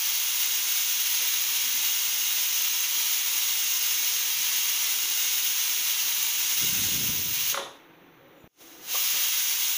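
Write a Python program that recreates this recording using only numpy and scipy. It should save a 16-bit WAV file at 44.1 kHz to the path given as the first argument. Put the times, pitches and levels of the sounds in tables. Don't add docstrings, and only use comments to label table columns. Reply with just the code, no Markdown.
import sys
import numpy as np
from scipy import signal
from scipy.fft import rfft, irfft
from scipy.io import wavfile

SR = 44100
rng = np.random.default_rng(int(sys.argv[2]) if len(sys.argv) > 2 else 0)


def transcribe(signal):
    frames = np.atleast_2d(signal).T
    limited = np.clip(frames, -1, 1)
    pcm = np.round(limited * 32767).astype(np.int16)
    wavfile.write(sys.argv[1], SR, pcm)


N = 430857
TIME = np.arange(N) / SR
BINS = np.fft.rfftfreq(N, 1 / SR)
EDGE_HZ = 15520

# frequency in Hz, time to decay by 60 dB in s.
KITCHEN_DECAY = [(200, .5), (1000, .45), (4000, .4), (7000, .33), (12000, .27), (16000, .18)]

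# frequency in Hz, relative level in dB per Hz.
RUMBLE_SPECTRUM = [(25, -47), (60, -27.5), (110, -13.5), (165, -5.5), (215, -12), (270, 0), (325, 1.5),
                   (420, -4), (500, -5.5), (700, -15), (1500, -47), (4000, -76)]
# frequency in Hz, relative level in dB per Hz.
SEETHE_SPECTRUM = [(260, -26), (450, -23), (488, -11), (612, -25), (664, -19), (721, -16), (2410, -21),
                   (3900, -28), (5200, -48), (6760, -83), (11400, -120)]
STOVE_DB, STOVE_SHUT_DB = -63, -61
BOIL_UP_S, BOIL_UP_DB = 2.2, 4.5
SIMMER_FROM_S, SIMMER_TO_S, SIMMER_DB = 7.6, 8.92, -58
SIMMER_RISE_DB_PER_S, SIMMER_FALL_DB_PER_S = 150, 50
FLARE_DB, FLARE_DB_PER_S = -51.5, 39

# frequency in Hz, relative level in dB per Hz.
BUFFET_SPECTRUM = [(15, -51), (25, -34), (81, 1), (151, 0.5), (226, -2.5), (358, -10.5), (395, -12.5),
                   (600, -19), (700, -28), (910, -53), (1540, -120)]
# start in s, end in s, level in dB.
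GUSTS_OF_AIR = [(6.6, 7.215, -42.2), (6.99, 7.03, -37.5), (7.3, 7.48, -53.5)]
GUST_RISE_DB_PER_S, GUST_FALL_DB_PER_S = 520, 85

# start in s, end in s, frequency in Hz, level in dB.
FAINT_HUMS = [(7.8, 8.46, 163, -68), (7.85, 8.2, 320, -66), (8.17, 8.44, 489, -63), (8.57, 8.9, 323, -61.5)]

# frequency in Hz, relative level in dB per Hz.
SEEP_SPECTRUM = [(2940, -50), (5000, -21), (6010, -5.5), (8200, -30), (9710, -16), (13100, -17),
                 (13600, -14.5), (14400, 0), (15400, -1)]
SEEP_DB, SEEP_GROWS_S, SEEP_GROWTH_DB = -68, 8.2, 2.5

# frequency in Hz, width in Hz, relative level in dB.
SQUEAK_RESONANCES = [(6980, 130, -2), (7750, 110, -15)]
SQUEAK_S, SQUEAK_DB, SQUEAK_FADE_DB_PER_S = 8.41, -71, 230

# start in s, rms level at the top in dB, centre in Hz,
# spread in octaves, swell time in s, ring of the pot relative to the burst in dB.
WEIGHT_KNOCKS = [(7.527, -39, 480, .8, 0.0021, -9), (7.543, -24, 1186, 0.42, 0.0015, -12),
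                 (7.572, -26.5, 1050, 0.65, 0.0036, -3), (7.589, -32.5, 520, 1.1, 0.0075, -7),
                 (7.615, -40, 520, .9, 0.015, 2), (8.943, -38.5, 620, 0.32, 0.0034, -25),
                 (8.949, -33, 1100, 0.08, 0.004, -28)]
# start in s, rms level at the top in dB, centre in Hz,
# spread in octaves, swell time in s, ring of the pot relative to the burst in dB.
BOIL_BUMPS = [(1.2, -53, 520, 0.92, 0.019, -22), (1.6, -61, 260, .15, 0.08, -45),
              (3.059, -63, 150, .6, 0.0084, -42), (4.33, -64, 165, .3, 0.05, -45),
              (6.1, -66, 170, .4, 0.06, -45), (8.44, -44, 200, 1.0, 0.0023, -37),
              (9.13, -43, 930, 1.5, 0.021, -26), (9.135, -57, 165, 0.35, 0.015, -40)]
# frequency in Hz, relative level in dB, time to decay by 60 dB in s.
POT_MODES = [(428, -12, 0.32), (556, 1, 0.14), (910, -24, .2), (1076, -2, .2), (1660, -10, .13),
             (1880, -12, 0.147), (3080, -8, .06), (3430, -4, .06)]

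# frequency in Hz, relative level in dB per Hz.
JET_SPECTRUM = [(100, -45), (650, -28.1), (950, -16.5), (1800, -20.1), (2150, -10.8), (2900, -8.8),
                (3800, -5.9), (4600, -10.2), (6400, -3.0), (8000, -18.9), (10500, -20.3), (12500, -24.6),
                (13900, -14.0), (14800, 0.0)]
# frequency in Hz, width in Hz, lift in dB.
JET_RESONANCES = [(521, 41, 4.2), (1429, 54, 2.3), (1599, 25, 3.4), (1755, 492, 5.6), (2079, 29, 3.5),
                  (2230, 30, 3.1), (2453, 21, 3.6), (2707, 51, 4.6), (2824, 88, 6.8), (2947, 46, 5.7),
                  (3076, 33, 3.2), (3240, 66, 4.4), (3358, 39, 3.6), (3806, 70, 2.5), (4577, 27, 3.1),
                  (5744, 83, 4.1), (6429, 76, 4.7), (6636, 60, 6.1), (6883, 46, 3.6), (7118, 115, 3.4),
                  (7615, 164, 3.4), (8291, 145, 5.8), (8497, 50, 4.7), (8940, 218, 4.0), (9687, 671, 8.1),
                  (10162, 317, 5.7), (10813, 589, 9.0), (11712, 1142, 9.0), (12693, 737, 7.6),
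                  (14587, 185, 2.9)]
# fully open in s, weight drops in s, level in dB,
# lift of the top sizzle in dB.
STEAM_BLASTS = [(0, 7.512, -25.65, 0.45), (8.935, 9.8, -25.55, 0.8)]
# middle in s, half length in s, change in dB.
STEAM_SURGES = [(6.55, 0.32, 0.5), (7.23, 0.23, -3.7)]
OPEN_DB_PER_S, SHUT_DB_PER_S = 195, 149
SIZZLE_SHUT_DB_PER_S, SIZZLE_DROOP_DB_PER_S = 370, .16
LEAK_S, LEAK_DB = 8.48, -50

DIP_S, DIP_LENGTH_S, DIP_DB = 8.477, .135, -29


def gain_of(db):
    return 10 ** (np.asarray(db) / 20)


def evened(x):
    return x / np.sqrt(np.mean(x ** 2) + 1e-20)


def read(points, hz):
    f, value = np.transpose(points)
    return np.interp(np.log(hz + 1), np.log(f + 1), value)


def add(mix, s, sound):
    part = mix[round(s * SR):][:len(sound)]
    part += sound[:len(part)]


def shaped(x, gain):
    return irfft(rfft(x) * gain, N)


def resonances(rows):
    return [(db, 1 / (1 + (2 * (BINS - hz) / width) ** 2)) for hz, width, db in rows]


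def noise(spectrum):
    gain = gain_of(read(spectrum, BINS)) * (BINS < EDGE_HZ)
    return evened(shaped(rng.standard_normal(N), gain))


def flutter(rate_hz, depth_db):
    slow = evened(shaped(rng.standard_normal(N), 1 / (1 + (BINS / rate_hz) ** 2)))
    return gain_of(depth_db * slow)


def held(start, end, rise_db_per_s, fall_db_per_s):
    before_s = np.maximum(start - TIME, 0)
    after_s = np.maximum(TIME - end, 0)
    return gain_of(-rise_db_per_s * before_s - fall_db_per_s * after_s)


def kitchen(x, count=3, stir_hz=1.2965):
    out = np.zeros(N)
    for k in range(count):
        hz, t, bands = signal.stft(rng.standard_normal(SR), SR, nperseg=256)
        decay = gain_of(-60 * t / read(KITCHEN_DECAY, hz)[:, None])
        tail = signal.istft(bands * decay, SR, nperseg=256)[1]
        share = np.sqrt(2 / count) * np.cos(np.pi * (stir_hz * TIME + k / count))
        out += signal.fftconvolve(x * share, tail / np.linalg.norm(tail))[:N]
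    return out


def stove():
    shut = held(SIMMER_FROM_S, SIMMER_TO_S, SIMMER_RISE_DB_PER_S, SIMMER_FALL_DB_PER_S)
    calm = np.zeros(N)
    for start, *_ in STEAM_BLASTS:
        calm += (TIME >= start) * np.clip(1 - (TIME - start) / BOIL_UP_S, 0, 1)
    boil = np.hypot(gain_of(STOVE_DB - BOIL_UP_DB * calm), gain_of(STOVE_SHUT_DB) * shut)
    rumble = noise(RUMBLE_SPECTRUM) * boil * flutter(rate_hz=11, depth_db=2.0)

    from_edge_s = np.minimum(abs(TIME - SIMMER_FROM_S), abs(TIME - SIMMER_TO_S))
    flare = gain_of(FLARE_DB - FLARE_DB_PER_S * from_edge_s)
    simmer = shut * np.hypot(gain_of(SIMMER_DB), flare)
    bubbling = flutter(rate_hz=60, depth_db=.8)
    return rumble + noise(SEETHE_SPECTRUM) * simmer * bubbling


def draught():
    gusts = [gain_of(db) * held(start, end, GUST_RISE_DB_PER_S, GUST_FALL_DB_PER_S)
             for start, end, db in GUSTS_OF_AIR]
    blowing = np.max(gusts, axis=0)
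    return noise(BUFFET_SPECTRUM) * blowing * flutter(rate_hz=43, depth_db=3.0)


def hums():
    out = np.zeros(N)
    for start, end, hz, db in FAINT_HUMS:
        size = round((end - start) * SR)
        turns = np.cumsum(hz * flutter(rate_hz=16.3, depth_db=0.8)[:size]) / SR
        tone = np.sin(2 * np.pi * turns) * signal.windows.tukey(size, .6)
        add(out, start, gain_of(db) * evened(tone))
    return out


def seep():
    growth = np.clip((TIME - SEEP_GROWS_S) / (LEAK_S - SEEP_GROWS_S), 0, 1)
    return noise(SEEP_SPECTRUM) * gain_of(SEEP_DB + SEEP_GROWTH_DB * growth)


def squeak():
    colour = sum(gain_of(db) * curve for db, curve in resonances(SQUEAK_RESONANCES))
    swell = held(SQUEAK_S, SQUEAK_S, SQUEAK_FADE_DB_PER_S, SQUEAK_FADE_DB_PER_S)
    return evened(shaped(rng.standard_normal(N), colour)) * gain_of(SQUEAK_DB) * swell


def blows(rows):
    out, t = np.zeros(N), np.arange(SR // 2) / SR
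    hz = np.fft.rfftfreq(len(t), 1 / SR) + 1
    ring = sum(gain_of(db - 60 * t / t60) * np.sin(2 * np.pi * f * t) for f, db, t60 in POT_MODES)
    for s, db, centre_hz, spread, swell, ring_db in rows:
        colour = np.exp(-np.hypot(1, np.log2(hz / centre_hz) / spread) * 1.6)
        colour += gain_of(ring_db - 12) * np.exp(-((hz - 3500) / 550) ** 2)
        envelope = t / swell * np.exp(1 - t / swell)
        burst = irfft(rfft(rng.standard_normal(len(t))) * colour) * envelope
        burst *= np.linalg.norm(envelope) / np.linalg.norm(burst)
        ringing = gain_of(ring_db) * ring * (1 - np.exp(-t / swell))
        add(out, s, gain_of(db) * (burst + ringing))
    return out


def jet():
    lift_db = sum(db * curve for db, curve in resonances(JET_RESONANCES))
    passband = BINS ** 2 / (BINS ** 2 + 90 ** 2) * (BINS < EDGE_HZ)
    colour = passband * gain_of(read(JET_SPECTRUM, BINS) + lift_db)
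    hiss = evened(shaped(rng.standard_normal(N), colour))
    top = shaped(hiss, 1 / (1 + (12600 / (BINS + 1)) ** 36))
    crackle = evened(flutter(rate_hz=200, depth_db=1.5))

    flow = sizzle = gain_of(LEAK_DB) * (TIME > LEAK_S)
    for start, end, db, sizzle_db in STEAM_BLASTS:
        blast = gain_of(db) * held(start, end, OPEN_DB_PER_S, SHUT_DB_PER_S)
        flow = np.maximum(flow, blast)
        droop_db = SIZZLE_DROOP_DB_PER_S * np.maximum(TIME - start, 0)
        sizzle_open = held(start, end, OPEN_DB_PER_S, SIZZLE_SHUT_DB_PER_S)
        sizzle = np.maximum(sizzle, gain_of(db + sizzle_db - droop_db) * sizzle_open)

    surge_db = sum(db * np.exp(-((TIME - s) / half) ** 2) for s, half, db in STEAM_SURGES)
    steam = (hiss - top) * flow * gain_of(surge_db) + top * crackle * sizzle
    steam *= flutter(rate_hz=17, depth_db=0.66)
    room_share = .12
    return np.sqrt(1 - room_share) * steam + np.sqrt(room_share) * kitchen(steam)


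def scene():
    knocks = blows(WEIGHT_KNOCKS + BOIL_BUMPS)
    knocks_in_room = knocks + gain_of(-5.5) * kitchen(knocks)
    mono = stove() + draught() + hums() + seep() + squeak() + knocks_in_room + jet()
    return np.array([mono, mono])


def record(dry):
    recovered = np.clip((TIME - DIP_S) / DIP_LENGTH_S, 0, 1)
    dip_db = DIP_DB * (TIME > DIP_S) * (1 - recovered ** 2)
    low_pass = signal.firwin(1023, EDGE_HZ, window=("kaiser", 9), fs=SR)
    return signal.oaconvolve(dry * gain_of(dip_db), low_pass[None], "same")


dry = scene()
out = record(dry)
transcribe(out)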